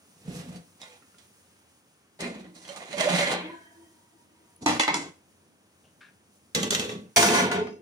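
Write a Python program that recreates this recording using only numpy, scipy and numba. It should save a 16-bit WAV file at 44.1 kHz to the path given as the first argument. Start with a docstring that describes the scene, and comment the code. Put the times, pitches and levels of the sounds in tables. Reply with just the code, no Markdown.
"""A mitt's soft tug, wiry scrapes and rattles, hard bangs, then iron clatter and a short slide, over faint hum and hiss.
A round metal tray is tugged by a mitt, scraped over a wire oven rack, bumped on the oven door and set down
and slid on an iron stove grate. Contact grit and blows make a dense wash that feeds the modes of each body;
wires, bars and the tray skin sing on as decaying sines. A small hard kitchen adds echoes, and a hand-held
phone with two ports hears it all."""
import sys
import numpy as np
from scipy import signal
from scipy.fft import rfft, irfft, next_fast_len
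from scipy.io import wavfile
from scipy.ndimage import uniform_filter1d
from numba import njit

SR = 44100
rng = np.random.default_rng(int(sys.argv[2]) if len(sys.argv) > 2 else 0)


def output_pcm(signal):
    """Save a mono or channel-first signal as 16-bit PCM at the path in sys.argv[1].

    Samples are clipped to [-1, 1] before scaling.
    """
    pcm = np.clip(np.atleast_2d(signal).T, -1, 1) * 32767
    wavfile.write(sys.argv[1], SR, np.round(pcm).astype(np.int16))


N = 344421
TIME = np.arange(N) / SR
PORT_LAG = 8  # samples by which the left port hears later


def undb(db):
    """Amplitude ratio of a level in dB."""
    return 10 ** (np.asarray(db) / 20)


def unit(x):
    """Scale to an RMS of 1."""
    return x / np.sqrt(np.mean(x ** 2))


def ring(x, hz, width_hz):
    """Two-pole resonance, gain 1 at its centre."""
    return signal.lfilter(*signal.iirpeak(hz, hz / width_hz, SR), x)


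def tone_level(tone, hz):
    """Level in dB of a spectrum at a frequency, straight between its points on a log axis."""
    tone_hz, tone_db = np.transpose(tone)
    return np.interp(np.log(hz), np.log(tone_hz), tone_db)


def colour(x, tone, lo_hz, hi_hz):
    """Shape by a spectrum, then part into boom, middle and edge, each of unit strength."""
    length = x.shape[-1]
    size = next_fast_len(length)
    hz = np.arange(size // 2 + 1) * SR / size + 1
    shaped = rfft(x, size) * undb(tone_level(tone, hz))
    low = 1 / (1 + (hz / lo_hz) ** 4)
    high = 1 / (1 + (hi_hz / hz) ** 6)
    return [unit(irfft(shaped * band, size)[..., :length]) for band in (low, 1 - low - high, high)]


def ports(size, alike_hz, grit_db):
    """Gritty noise at both ports: the left one lags, and above alike_hz each hears more of its own."""
    grit = np.minimum(rng.exponential(size=size + PORT_LAG), 5)
    grains = rng.standard_normal((3, size + PORT_LAG)) * undb(grit_db * grit)
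    shared = np.array([grains[0, :size], grains[0, PORT_LAG:]])
    own = signal.lfilter(*signal.butter(1, alike_hz, "high", fs=SR), grains[1:, :size])
    return shared + 1.11 * own


def walk(rate, size=N):
    """Random levels held 1 / rate s and slewed twice."""
    hold = int(SR / rate)
    steps = np.repeat(rng.standard_normal(size // hold + 1), hold)
    slewed = uniform_filter1d(uniform_filter1d(steps, hold), hold)
    return 1.31 * slewed[:size]


def tray_pan(s):
    """Left minus right level in dB of the tray at time s, as the phone follows it."""
    # place of the tray: t/s, left minus right level/dB
    pan_path = [(0, -4), (1.2, -5), (2.2, -1.5), (2.9, -7.5), (3.4, -0.5), (4.7, -2), (5.0, 0.5),
                (6.55, -2), (6.8, -1), (7.16, -1.5), (7.3, -0.5), (7.81, 0.5)]
    return np.interp(s, *np.transpose(pan_path))


def air():
    """Kitchen background: coloured noise whose hum and hiss follow slow level curves and waver."""
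    # background levels: t/s, hum level/dB, hiss level/dB
    air_levels = [(0, -62.5, -62), (1.2, -62, -62.5), (2.1, -64, -68), (3.5, -63.5, -63), (4.5, -63.5, -67),
                  (5.901, -63, -67.5), (7.099, -65, -65.5), (7.81, -71, -73)]
    # noise spectrum: f/Hz, level per Hz/dB
    air_tone = [(25, -48), (55, -17), (90, 2), (125, -6), (200, -1.5), (300, -5), (600, -13), (2000, -26),
                (4000, -22), (6300, -16), (7500, -18.5), (9500, -12.5), (11500, -28), (13300, -29.5),
                (15200, -16.5), (16500, -36)]
    s, hum_db, hiss_db = np.transpose(air_levels)
    hum_db, hiss_db = np.interp(TIME, s, hum_db), np.interp(TIME, s, hiss_db)
    low, mid, high = colour(ports(N, 500., 0.5), air_tone, 1200., 3000.0)
    hum = low * undb(hum_db + 1.2 * walk(4.3))
    middle = mid * undb((hum_db + hiss_db) / 2 - 4.0 + walk(4.6))
    hiss = high * undb(hiss_db + walk(21))
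    return hum + middle + hiss


def rattle(s, db, fade_db_s, length, boom_db, edge_db):
    """A rattle as a stroke: quick rise, steady fade that dulls it, quick stop."""
    rise_s, stop_s = 0.015, 0.053
    drop_db = fade_db_s * length
    times = s + np.array([0, rise_s, length, length + stop_s])
    levels = db - np.array([16, 0, drop_db, drop_db + 31.0])
    # the edge loses an extra 0.18 dB for each dB of fade
    edges = edge_db - 0.18 * drop_db * np.array([0, 0, 1, 1])
    return times, levels, edges, boom_db


def contact(slide, slide_boom_db, rattles, hits, judder_db, boom_lag):
    """Power that strokes and blows put into boom, middle and edge at both ports."""
    power = np.zeros((3, 2, N))
    sides = np.array([[1], [-1]])
    # stick and slip is never even, and each band catches partly on its own
    judder = judder_db * (walk(60) + 0.8 * np.array([walk(40), walk(70), walk(110)]))
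    strokes = [rattle(*row) for row in rattles]
    if slide:
        strokes.append((*np.transpose(slide), slide_boom_db))
    for s, db, edge_db, boom_db in strokes:
        on = slice(int(s[0] * SR), int(s[-1] * SR))
        t, top_db = TIME[on], db.max()
        db, edge_db = np.interp(t, s, db), np.interp(t, s, edge_db)
        # once the contact has begun, the boom follows only part of each drop in level
        boom_db = boom_db + boom_lag * (top_db - db) * (t > s[1])
        bands = db + judder[:, on] + np.array([boom_db, 0 * db, edge_db])
        # the higher the band, the more it shows where the tray is
        pan_db = np.array([0, .5, 1])[:, None, None] * sides * tray_pan(t)
        power[:, :, on] += undb(2 * bands[:, None] + pan_db)
    for s, db, boom_db, edge_db, t60, _ in hits:
        on = slice(int(s * SR), int((s + 1.5 * t60) * SR))
        t = TIME[on] - TIME[on][0]
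        # the boom swells late and stays, the edge cracks at once and dies first
        rise = 1 - np.exp(-t / np.array([[.004], [.0009], [.0005]]))
        rise[1:] *= 1 + 1.3 * np.exp(-t / 0.0028)  # the crack of first contact
        fade_db = 60 * t / (t60 * np.array([[1.6], [1], [.7]]))
        bands = db - 12.5 + np.array([[boom_db], [0], [edge_db]]) - fade_db
        power[:, :, on] += (rise ** 2 * undb(2 * bands))[:, None] * undb(sides * tray_pan(s))
    return power


@njit
def moving_ring(x, hz, width_hz):
    """Resonance whose centre moves from sample to sample, gain 1 at the centre."""
    y = np.empty_like(x)
    for c in range(len(x)):
        band, low = 0., 0.  # the two filter states
        for i in range(len(hz)):
            g, damping = np.tan(np.pi * hz[i] / SR), width_hz / hz[i]
            v = (band + g * (x[c, i] - low)) / (1 + g * (g + damping))
            band, low, y[c, i] = 2 * v - band, low + 2 * g * v, damping * v
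    return y


def struck(hits, start, size, hz, width_hz, db):
    """One mode rung by every blow and left to die; the left port hears it later by a varying lag."""
    taps = np.zeros((2, size + 64))
    for (s, hit_db, *_), (strength, side) in zip(hits, rng.standard_normal((len(hits), 2))):
        at = int(s * SR) - start + np.array([PORT_LAG + int(6 * abs(side)), 0])
        # each blow lands elsewhere and wakes the mode more or less
        scatter_db = 3 * strength
        taps[[0, 1], at] += undb(hit_db + db + scatter_db + np.array([.5, -.5]) * tray_pan(s))
    # a narrow resonance answers a click weakly: lift it back to the click's level
    return ring(taps[:, :size], hz, width_hz) * SR / (2 * np.pi * width_hz)


def clinks(hits, t60, clink_db):
    """Each blow wakes a rough cluster of modes and two bar overtones above the rest."""
    out = np.zeros((2, N))
    t = np.arange(int(t60 * SR)) / SR
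    share = np.array([[1], [.5], [.5], [.55], [.35]])
    for (s, db, *_, hz), chance in zip(hits, rng.random((len(hits), 2, 5, 1))):
        # each blow lands on its own spot, so the ratios vary a little
        ratio = np.array([[1], [.9], [1.04], [1.38], [1.95]]) * (1 + 0.013 * chance[0])
        clink = np.sum(share * np.sin(2 * np.pi * (hz * ratio * t + chance[1])), axis=0)
        clink *= undb(db + clink_db - 60 * t / t60) * (1 - np.exp(-t / 0.00069))
        panned = clink * undb(np.array([[.5], [-.5]]) * tray_pan(s))
        out[:, int(s * SR):][:, :len(t)] += panned[:, :N - int(s * SR)]
    return out


def metal(slide, slide_boom_db, rattles, hits, modes, tone, boom_lag, clink_db, modes_db, grit_db,
          judder_db, comb_db, sharp, linger_db, patchy_db, strike_db, linger_hz=6.9):
    """One body: contact grit makes a dense wash and feeds the named modes, which ring on after it."""
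    power = contact(slide, slide_boom_db, rattles, hits, judder_db, boom_lag)
    touched = np.flatnonzero(power[1, 0])
    tail_s = .6
    on = slice(touched[0], min(touched[-1] + int(tail_s * SR), N))
    size = on.stop - on.start
    parts = colour(ports(size, 1200.0, grit_db), tone, 509.0, 3770.0)
    wash = sum(np.sqrt(p[:, on]) * x for p, x in zip(power, parts)) + 1e-18
    # countless small plate modes: a ragged bank of weak narrow resonances
    t = np.arange(3000) / SR
    plate = unit(rng.standard_normal(3000) * np.exp(-t / 0.016)) / np.sqrt(3000)
    body = wash + undb(comb_db) * signal.fftconvolve(wash, plate[None], axes=1)[:, :size]
    for hz, width_hz, db in modes:
        over_db = db - tone_level(tone, hz)
        # the contact point wanders, so each mode is fed unevenly and shifts a little
        feed = wash * undb(patchy_db * walk(18, size=size))
        drifting_hz = hz * (1 + .004 * walk(12, size=size))
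        mode = moving_ring(feed, drifting_hz, width_hz / sharp)
        body += undb(modes_db + over_db) * np.sqrt(sharp) * mode
        # the heart of each mode is barely damped and lingers in the tail
        body += undb(linger_db + 0.33 * over_db) * ring(feed, hz, linger_hz * (1 + hz / 2500))
        body += struck(hits, on.start, size, hz, np.clip(0.5 * width_hz, 6, 40), strike_db + db)
    out = clinks(hits, 0.084, clink_db)
    out[:, on] += body
    return out


def mitt_tug():
    """The mitt rubs and nudges the tray: a boomy stroke and one dull blow."""
    # rubbing stroke: t/s, level/dB, edge re middle/dB
    mitt_slide = [(0.15, -74.5, 8), (0.25, -58.5, -2), (0.38, -49, -0.5), (0.432, -54.5, -1),
                  (0.572, -56, -4), (0.62, -77, -4)]
    # blow: t/s, level/dB, boom and edge re middle/dB, middle t60/s, clink f/Hz
    mitt_hits = [(0.276, -42.5, 22, -12, 0.098, 480)]
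    # modes: f/Hz, width before sharpening/Hz, relative level/dB
    mitt_modes = [(171.5, 11, 3), (500, 59, -9.5), (701, 15, -17), (1990, 40, -29)]
    # colour of the dense wash: f/Hz, relative level per Hz/dB
    mitt_tone = [(18, -60), (30, -21), (176, -3), (212, -4), (493, -19.5), (593, -23.5), (676, -20),
                 (979, -29), (8990, -28.5), (15200, -45), (16500, -57)]
    return metal(mitt_slide, 7.5, [], mitt_hits, mitt_modes, mitt_tone, boom_lag=0.46, clink_db=-15.0,
                 modes_db=-6.0, grit_db=0.5, judder_db=2.0, comb_db=-11.0, sharp=2.2,
                 linger_db=-13.0, patchy_db=2.0, strike_db=-12)


def rack_scrape():
    """The tray knocks, rattles and scrapes over the wire rack, which rings in many broad modes."""
    # scrape: t/s, level/dB, edge re middle/dB
    rack_slide = [(2.8, -55, -14), (2.885, -53.5, -7), (2.927, -44, -5.5), (2.969, -47.5, -5),
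                  (3.0, -32.5, -9), (3.076, -30.5, -7.5), (3.14, -31.5, -8.5), (3.198, -34.5, -4),
                  (3.27, -30.5, -10), (3.34, -31.5, -8), (3.37, -38.5, -28), (3.478, -46.5, -48),
                  (3.568, -68, -3), (3.66, -81, 11)]
    # rattles after jolts: t/s, level/dB, fade/(dB/s), length/s, boom and edge re middle/dB
    rack_rattles = [(0.791, -57, 42, 0.18, -35, -3), (2.191, -39.5, 86, 0.32, 1, -6.5),
                    (2.538, -63, 2, 0.13, 1.5, 4.5), (2.666, -46.5, 68, 0.229, -14.5, -2.5)]
    # blows: t/s, level/dB, boom and edge re middle/dB, middle t60/s, clink f/Hz
    rack_hits = [(0.559, -45, -22, -3, 0.17, 4460), (0.816, -35.5, -30, 2.5, 0.028, 3690),
                 (0.829, -42, -35, -26, 0.14, 3710), (1.023, -55, -11, -17, 0.15, 1330),
                 (1.143, -54, -18, -13, 0.1, 1390), (1.183, -53, -30, 4, 0.28, 3440),
                 (2.205, -36, -14, 11.5, 0.12, 2050), (2.563, -46.5, -8, -15, 0.091, 4240),
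                 (2.65, -43, -11, -10, 0.12, 3190), (2.689, -33, -24, -12, 0.11, 3080),
                 (2.761, -39.5, -6, 4.5, 0.25, 1230), (2.928, -34.5, -14.5, -2, 0.17, 2100),
                 (2.98, -30, -13.5, 2, 0.14, 826), (3.007, -26, -18, 8, 0.11, 2034),
                 (3.204, -28.5, -5, -4, 0.2, 1890), (3.226, -29, -7, -5, 0.15, 1690),
                 (3.272, -32, -8, -5, 0.1, 2500), (3.336, -22, -21, -12, 0.044, 806)]
    # modes: f/Hz, width before sharpening/Hz, relative level/dB
    rack_modes = [(178, 32, -2), (235.4, 56, -3.5), (595, 50, -11.5), (770, 98, -6), (977, 50, -24),
                  (1692, 29, -22), (1980, 50, -15.5), (2096, 78, -8), (2450, 110, -10), (3220, 60, -14),
                  (3180, 980, -22), (3670, 110, -19), (4100, 110, -12), (5850, 120, -14), (6650, 80, -15),
                  (7280, 100, -14.5), (8000, 42, -23.5), (8760, 240, -16.5)]
    # colour of the dense wash: f/Hz, relative level per Hz/dB
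    rack_tone = [(18, -83), (30, -28), (70, -9), (107, -17), (167, 0), (260, -2.5), (350, 0), (378, -4.5),
                 (577, -5.5), (713, -10), (2000, -14.5), (9730, -25), (13400, -48), (15200, -32.5),
                 (16500, -59)]
    return metal(rack_slide, -10.5, rack_rattles, rack_hits, rack_modes, rack_tone, boom_lag=0.39,
                 clink_db=-4.0, modes_db=-6.0, grit_db=4, judder_db=2.0, comb_db=-6, sharp=0.51,
                 linger_db=-10.0, patchy_db=6.0, strike_db=-15.5)


def mode_flares():
    """Short bursts of single modes of the tray, rack, door and grate, each sliding in pitch."""
    # bursts: t/s, length/s, level/dB, start f/Hz, glide/(Hz/s)
    flares = [(0.822, 0.15, -62, 900, -300), (0.83, 0.12, -60, 512, -200),
              (2.212, 0.22, -41.5, 259.8, -300), (2.218, 0.088, -44.5, 423, -200),
              (2.248, 0.14, -49.5, 667, 14), (2.46, .22, -55, 319, 40), (2.688, 0.032, -40.5, 560, 10),
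              (2.932, 0.032, -35.5, 586, 10), (3.002, 0.019, -23.5, 623, 10),
              (3.052, 0.013, -21.5, 535, 1500), (3.066, 0.02, -19, 578, 1500),
              (3.14, 0.024, -45, 1970, 300), (3.222, 0.07, -34, 1710, -200), (3.413, 0.12, -43.5, 303, 300),
              (3.49, 0.071, -47.5, 998, -100), (3.09, 0.18, -35, 175.9, -32),
              (3.101, 0.039, -30, 557, -300), (3.203, 0.034, -22.5, 608, -1800),
              (3.264, 0.018, -27, 563, -300), (3.748, 0.082, -52.5, 333, 8), (4.66, 0.016, -28, 300, -1500),
              (4.876, 0.021, -22, 910, -3000), (4.877, .014, -26.5, 638, 300),
              (4.878, 0.026, -26, 2130, -300), (6.55, 0.055, -29.5, 210.4, 10),
              (7.27, 0.054, -29.5, 228, 10), (7.33, 0.079, -24.5, 1034, 15), (7.33, 0.043, -35, 712, 8),
              (7.345, 0.05, -36, 1465, 10), (7.49, 0.086, -34.5, 710, 7), (7.55, 0.16, -37, 429, -27),
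              (7.67, 0.069, -61, 2710, 8.5)]
    out = np.zeros((2, N))
    for s, length, db, hz, glide in flares:
        t = TIME[:min(int(1.4 * length * SR), N - int(s * SR))]
        swell = np.minimum(t / 0.011, 1) * np.exp(-(t / length) ** 4)
        late = t - np.array([[PORT_LAG / SR], [0]])
        burst = swell * np.sin(2 * np.pi * (hz + glide * late / 2) * late)
        level = undb(db + np.array([[.5], [-.5]]) * tray_pan(s))
        out[:, int(s * SR):][:, :len(t)] += np.sqrt(2) * burst * level
    return out * undb(3.5 * walk(70))  # roughens every burst


def singing(modes, free_s, spread, swell_s, flutter_db):
    """Free rods and plates swell and die away; each mode is five untuned neighbours that beat and waver."""
    start = int(free_s * SR)
    t = TIME[:N - start]
    out = np.zeros((2, N))
    share = np.array([[.5], [.7], [1], [.7], [.5]])
    for (hz, db, t60), chance in zip(modes, rng.random((len(modes), 3, 5, 1))):
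        span = t[:int(t60 * SR)]
        size = len(span)
        near_hz = hz + (8.0 + spread * hz) * (np.arange(-2, 3)[:, None] + chance[0] - .5)
        waver = np.cumsum(spread * hz * walk(50, size=size)) / SR
        fade = undb(db - 60 * span / t60 + flutter_db * walk(35, size=size))
        fade *= np.minimum(span / swell_s, 1)
        # higher modes reach the ports out of step
        for port, shift in enumerate((min(hz / 2000, 1) * chance[2], 0)):
            cycles = near_hz * span + waver + chance[1] + shift
            out[port, start:start + size] += fade * np.sum(share * np.sin(2 * np.pi * cycles), axis=0)
    return out


def rack_wires():
    """Rack wires sing on as the scrape fades."""
    # wires: f/Hz, level/dB, t60/s
    wires = [(320, -62, 6.6), (665, -59.5, 1.9), (950, -66, 6.2), (1010, -53.5, 1.2), (1520, -44.5, 0.79),
             (1693, -48.5, 1), (1930, -59, 2.14), (2166, -47, 0.68), (2360, -63, 0.82), (3140, -58, 1.5)]
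    return singing(wires, free_s=3.364, spread=.008, swell_s=0.11, flutter_db=3.5)


def ticks():
    """Thin ticks: each is one very short high sine that dies within milliseconds."""
    # ticks: t/s, level/dB, f/Hz
    tick_rows = [(4.503, -56.5, 9160), (4.562, -44, 10300), (4.58, -59, 10200)]
    out = np.zeros(N)
    t = np.arange(400) / SR
    shape = np.exp(-t / 0.0037) * np.minimum(t / 0.00057, 1)
    for s, db, hz in tick_rows:
        out[int(s * SR):][:400] += undb(db) * shape * np.sin(2 * np.pi * hz * t)
    return out * undb(np.array([[1.5], [-1.5]]))


def door_bumps():
    """The tray bumps the oven door: first dull thuds on the panel, then blows that ring its frame."""
    # rattles after jolts: t/s, level/dB, fade/(dB/s), length/s, boom and edge re middle/dB
    door_rattles = [(4.609, -59.5, 22.14, 0.023, 21.5, 10), (4.659, -26.5, 99, 0.11, -1.5, -5),
                    (4.794, -31.5, 170, 0.075, -22.5, -1.5), (4.877, -28, 176, 0.073, -9, -17),
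                    (4.941, -34.5, 140, .15, 0, -0.5)]
    # blows: t/s, level/dB, boom and edge re middle/dB, middle t60/s, clink f/Hz
    door_hits = [(4.661, -13, -4.5, -1, 0.088, 898), (4.679, -24.5, -8.5, -6.5, .12, 850),
                 (4.796, -7, -25, -10.5, 0.074, 3376), (4.808, -12, -19.5, -10.5, 0.044, 2050),
                 (4.834, -12, -24, -22.5, 0.024, 2030), (4.879, -9.5, -21, -21.5, 0.068, 915),
                 (4.942, -14, -13.5, 1.5, 0.05, 961)]
    # panel modes, then frame modes: f/Hz, width before sharpening/Hz, relative level/dB
    panel_modes = [(308, 35, -3), (870, 120, -5), (2000, 42, -9.5), (2620, 170, -19), (3320, 38, -13.5),
                   (4000, 48, -11), (4900, 34, -13.5), (5830, 32, -14.5), (6800, 190, -16)]
    frame_modes = [(306, 33, -3.5), (796, 62, 0), (1068, 30, 1), (1537, 50, 0.5), (2004, 41, 2),
                   (2190, 50, -0.5), (2650, 36, -2.5), (3010, 21, -12.5), (3374, 56, 1), (4050, 49, 0),
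                   (4900, 30, -10), (5670, 42, -12), (5900, 40, -11), (7000, 43, -11), (9480, 1900, -10.5)]
    # colour of each dense wash: f/Hz, relative level per Hz/dB
    panel_tone = [(18, -67), (30, -32.5), (96, -7), (185, -7), (306, -7), (388, -14), (752, -12),
                  (4070, -21.5), (9730, -28.5), (15200, -57), (16500, -67)]
    frame_tone = [(18, -52.5), (30, -20), (75, -8.5), (200, 3.5), (306, 0), (506, -4), (1030, -6.5),
                  (1660, -16), (2100, -2.5), (2400, -11), (3380, -14), (3660, -12.5), (7090, -4),
                  (15200, -43), (16500, -59.5)]
    panel = metal([], 0, door_rattles[:2], door_hits[:2], panel_modes, panel_tone, boom_lag=0.37,
                  clink_db=-12.5, modes_db=-4, grit_db=1.0, judder_db=1.2, comb_db=-11.0, sharp=0.8,
                  linger_db=-12.0, patchy_db=2.5, strike_db=-5.5)
    frame = metal([], 0, door_rattles[2:], door_hits[2:], frame_modes, frame_tone, boom_lag=0.28,
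                  clink_db=-11.5, modes_db=-7.0, grit_db=1.3, judder_db=1.26, comb_db=-11.0, sharp=0.79,
                  linger_db=-15.5, patchy_db=4.0, strike_db=-20.5, linger_hz=24.)
    return panel + frame


def creaks():
    """Small creaks: a train of rough slips, each a fading noise burst, rings three dull resonances."""
    # creaks: t/s, length/s, level/dB, mean slip rate/Hz, low f/Hz, middle f/Hz, high f/Hz
    creak_rows = [(5.836, 0.096, -67.5, 120, 500, 2960, 3820), (6.006, 0.1, -54, 170, 1680, 2220, 3200)]
    out = np.zeros(N)
    for s, length, db, rate, lo_hz, mid_hz, hi_hz in creak_rows:
        t = np.arange(int(length * SR)) / SR
        phase = np.cumsum(rate * (1 + 0.2 * walk(150)[:len(t)])) / SR % 1
        slips = rng.standard_normal(len(t)) * (np.exp(-phase / 0.43) + 0.4)
        slips *= undb(-16 * t / length) * np.minimum(t / 0.0054, 1)
        bands = ((lo_hz, 500.), (mid_hz, 900.), (hi_hz, 1800.))
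        low, mid, high = [ring(ring(slips, hz, width), hz, width) for hz, width in bands]
        out[int(s * SR):][:len(t)] += undb(db) * unit(low + 0.65 * mid + 0.092 * high)
    return out * undb(np.array([[1.5], [-1.5]]))


def grate_landing():
    """Set down on the iron grate: first only the rim touches, then the whole tray lands and slides."""
    # slide: t/s, level/dB, edge re middle/dB
    grate_slide = [(7.165, -20.5, 2.5), (7.189, -28.5, 5), (7.329, -28, -2.5), (7.357, -24, -5),
                   (7.421, -31.5, -4), (7.46, -33.5, -12), (7.51, -39.5, -25), (7.52, -35, -8),
                   (7.586, -36, -21), (7.67, -59.5, -23), (7.81, -99, -2)]
    # rattles after jolts: t/s, level/dB, fade/(dB/s), length/s, boom and edge re middle/dB
    grate_rattles = [(6.547, -31, 107, 0.13, 2.6, -1.5), (6.708, -35.5, 89.6, 0.19, 0.68, 1.5),
                     (6.887, -44.5, 200, .2, 4.8, -3.5)]
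    # blows: t/s, level/dB, boom and edge re middle/dB, middle t60/s, clink f/Hz
    grate_hits = [(6.549, -19, -16, 7, 0.082, 3860), (6.63, -18, -16, 1.5, 0.066, 3140),
                  (6.706, -17, -27, 6.5, 0.06, 3360), (6.748, -16, -18, 4, 0.039, 3100),
                  (6.795, -22.5, 0, 3, 0.12, 3140), (6.893, -28.5, 0, -20, 0.066, 1910),
                  (7.161, -15.5, -12.5, 7.5, 0.12, 2403), (7.169, -7, -19, -3, 0.11, 2360),
                  (7.227, -11, -23, 2.5, 0.11, 1460), (7.286, -15, 1.5, -9, 0.19, 2580),
                  (7.346, -17.5, -17, -14, 0.088, 1440), (7.4, -15, -7, -16, 0.11, 1022),
                  (7.515, -17, -14, -10.5, 0.18, 1430), (7.595, -32, -8, -15, 0.08, 1464),
                  (7.67, -32, -4, -35, 0.11, 867)]
    # rim modes, then whole-tray modes: f/Hz, width before sharpening/Hz, relative level/dB
    rim_modes = [(214, 20, -1), (425, 26, -15.5), (1133, 7.6, -10.5), (2040, 94, -7.5), (2650, 160, -10),
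                 (3160, 42, -14.5), (3425, 84, -5.5), (3750, 45, -8.5), (4040, 32, -13), (5050, 41, -38),
                 (5880, 280, -17), (6660, 190, -19), (7060, 78, -18), (7560, 96, -20), (8340, 37, -19)]
    grate_modes = [(99, 21, -5.5), (230.4, 49, -0.5), (286, 20, -14), (383, 30, -5.5), (425, 19, 4),
                   (633, 16, -6), (699.4, 22, 4), (1030, 13, -4.5), (1448, 57, 2), (1710, 32, -7.5),
                   (1990, 270, -9.5), (2260, 250, -10), (2610, 44, -15), (3140, 150, -12), (3620, 45, -31),
                   (4400, 34, -10), (4860, 39, -22.5), (5670, 32, -24), (5890, 220, -4.5), (6600, 58, -5),
                   (7290, 19, -37), (7700, 210, -23), (8700, 110, -12.5)]
    # colour of each dense wash: f/Hz, relative level per Hz/dB
    rim_tone = [(18, -69), (30, -41), (65, -25), (98, -10), (212, -15.5), (323, -15.5), (480, -12.5),
                (1030, -18), (2000, -19), (6550, -18.5), (15200, -35.5), (16500, -55)]
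    grate_tone = [(18, -69), (30, -35.5), (65, -16), (100, -8.5), (229, -6), (562, -7), (694, -7.5),
                  (814, -8), (1030, -4), (1210, -14), (1420, -13.5), (8990, -12), (13700, -31),
                  (15200, -18), (16500, -66)]
    rim = metal([], 0, grate_rattles, grate_hits[:6], rim_modes, rim_tone, boom_lag=0.44,
                clink_db=-10.0, modes_db=-3.5, grit_db=0.1, judder_db=1.67, comb_db=-5.5, sharp=0.56,
                linger_db=-12, patchy_db=3.0, strike_db=-12.5)
    whole = metal(grate_slide, -8, [], grate_hits[6:], grate_modes, grate_tone, boom_lag=0.61,
                  clink_db=-9.0, modes_db=-6.0, grit_db=1.9, judder_db=0.93, comb_db=-7.0, sharp=1.05,
                  linger_db=-8, patchy_db=3.0, strike_db=-19.5)
    return rim + whole


def grate_bars():
    """Grate bars sing on as the slide fades."""
    # bars: f/Hz, level/dB, t60/s
    bars = [(215, -52, .65), (420, -48, .65), (834, -59, .5), (2030, -62, 0.48), (2710, -61, .55),
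            (3370, -58, .65), (4090, -61, .65), (4880, -59, 0.65), (5060, -59, 0.85), (5860, -57, 0.82),
            (6450, -59, .75), (7010, -64, .65)]
    return singing(bars, free_s=7.5, spread=.0035, swell_s=.07, flutter_db=6.0)


def tray_skin():
    """The tray skin hums on as the slide dies away."""
    # skin modes: f/Hz, level/dB, t60/s
    skin = [(240, -42, 0.51), (412, -37.5, 0.62), (711, -46, 0.42), (880, -36, 0.34), (1450, -42, 0.36),
            (2680, -58, .5)]
    return singing(skin, free_s=7.56, spread=.005, swell_s=0.036, flutter_db=0.5)


def room(x):
    """Tiles and steel: a short decaying tail of echoes, duller than the source, wider in the treble."""
    t60_s, level_db = .3, -10
    t = np.arange(int(t60_s * SR)) / SR
    tail = ports(len(t), 650.0, 0) * undb(-60 * t / t60_s) * (t > .004)
    tail = signal.lfilter(*signal.butter(1, 5000., fs=SR), tail)
    return undb(level_db) * signal.fftconvolve(x, unit(tail) / np.sqrt(len(t)), axes=1)[:, :N]


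def scene():
    """Everything struck, scraped or singing goes through the room; the background is added on top."""
    near = mitt_tug() + rack_scrape() + mode_flares() + rack_wires()
    near += ticks() + door_bumps() + creaks()
    near += grate_landing() + grate_bars() + tray_skin()
    return near + room(near) + air()


def record(dry):
    """The phone thins the deep bass, rounds the loudest peaks and cuts the top steeply."""
    thin = signal.sosfilt(signal.butter(2, 75., "high", fs=SR, output="sos"), dry)
    rounded = 0.81 * np.tanh(thin / 0.98)
    return signal.sosfilt(signal.ellip(10, .2, 90, 16300, fs=SR, output="sos"), rounded)


dry = scene()
out = record(dry)
output_pcm(out)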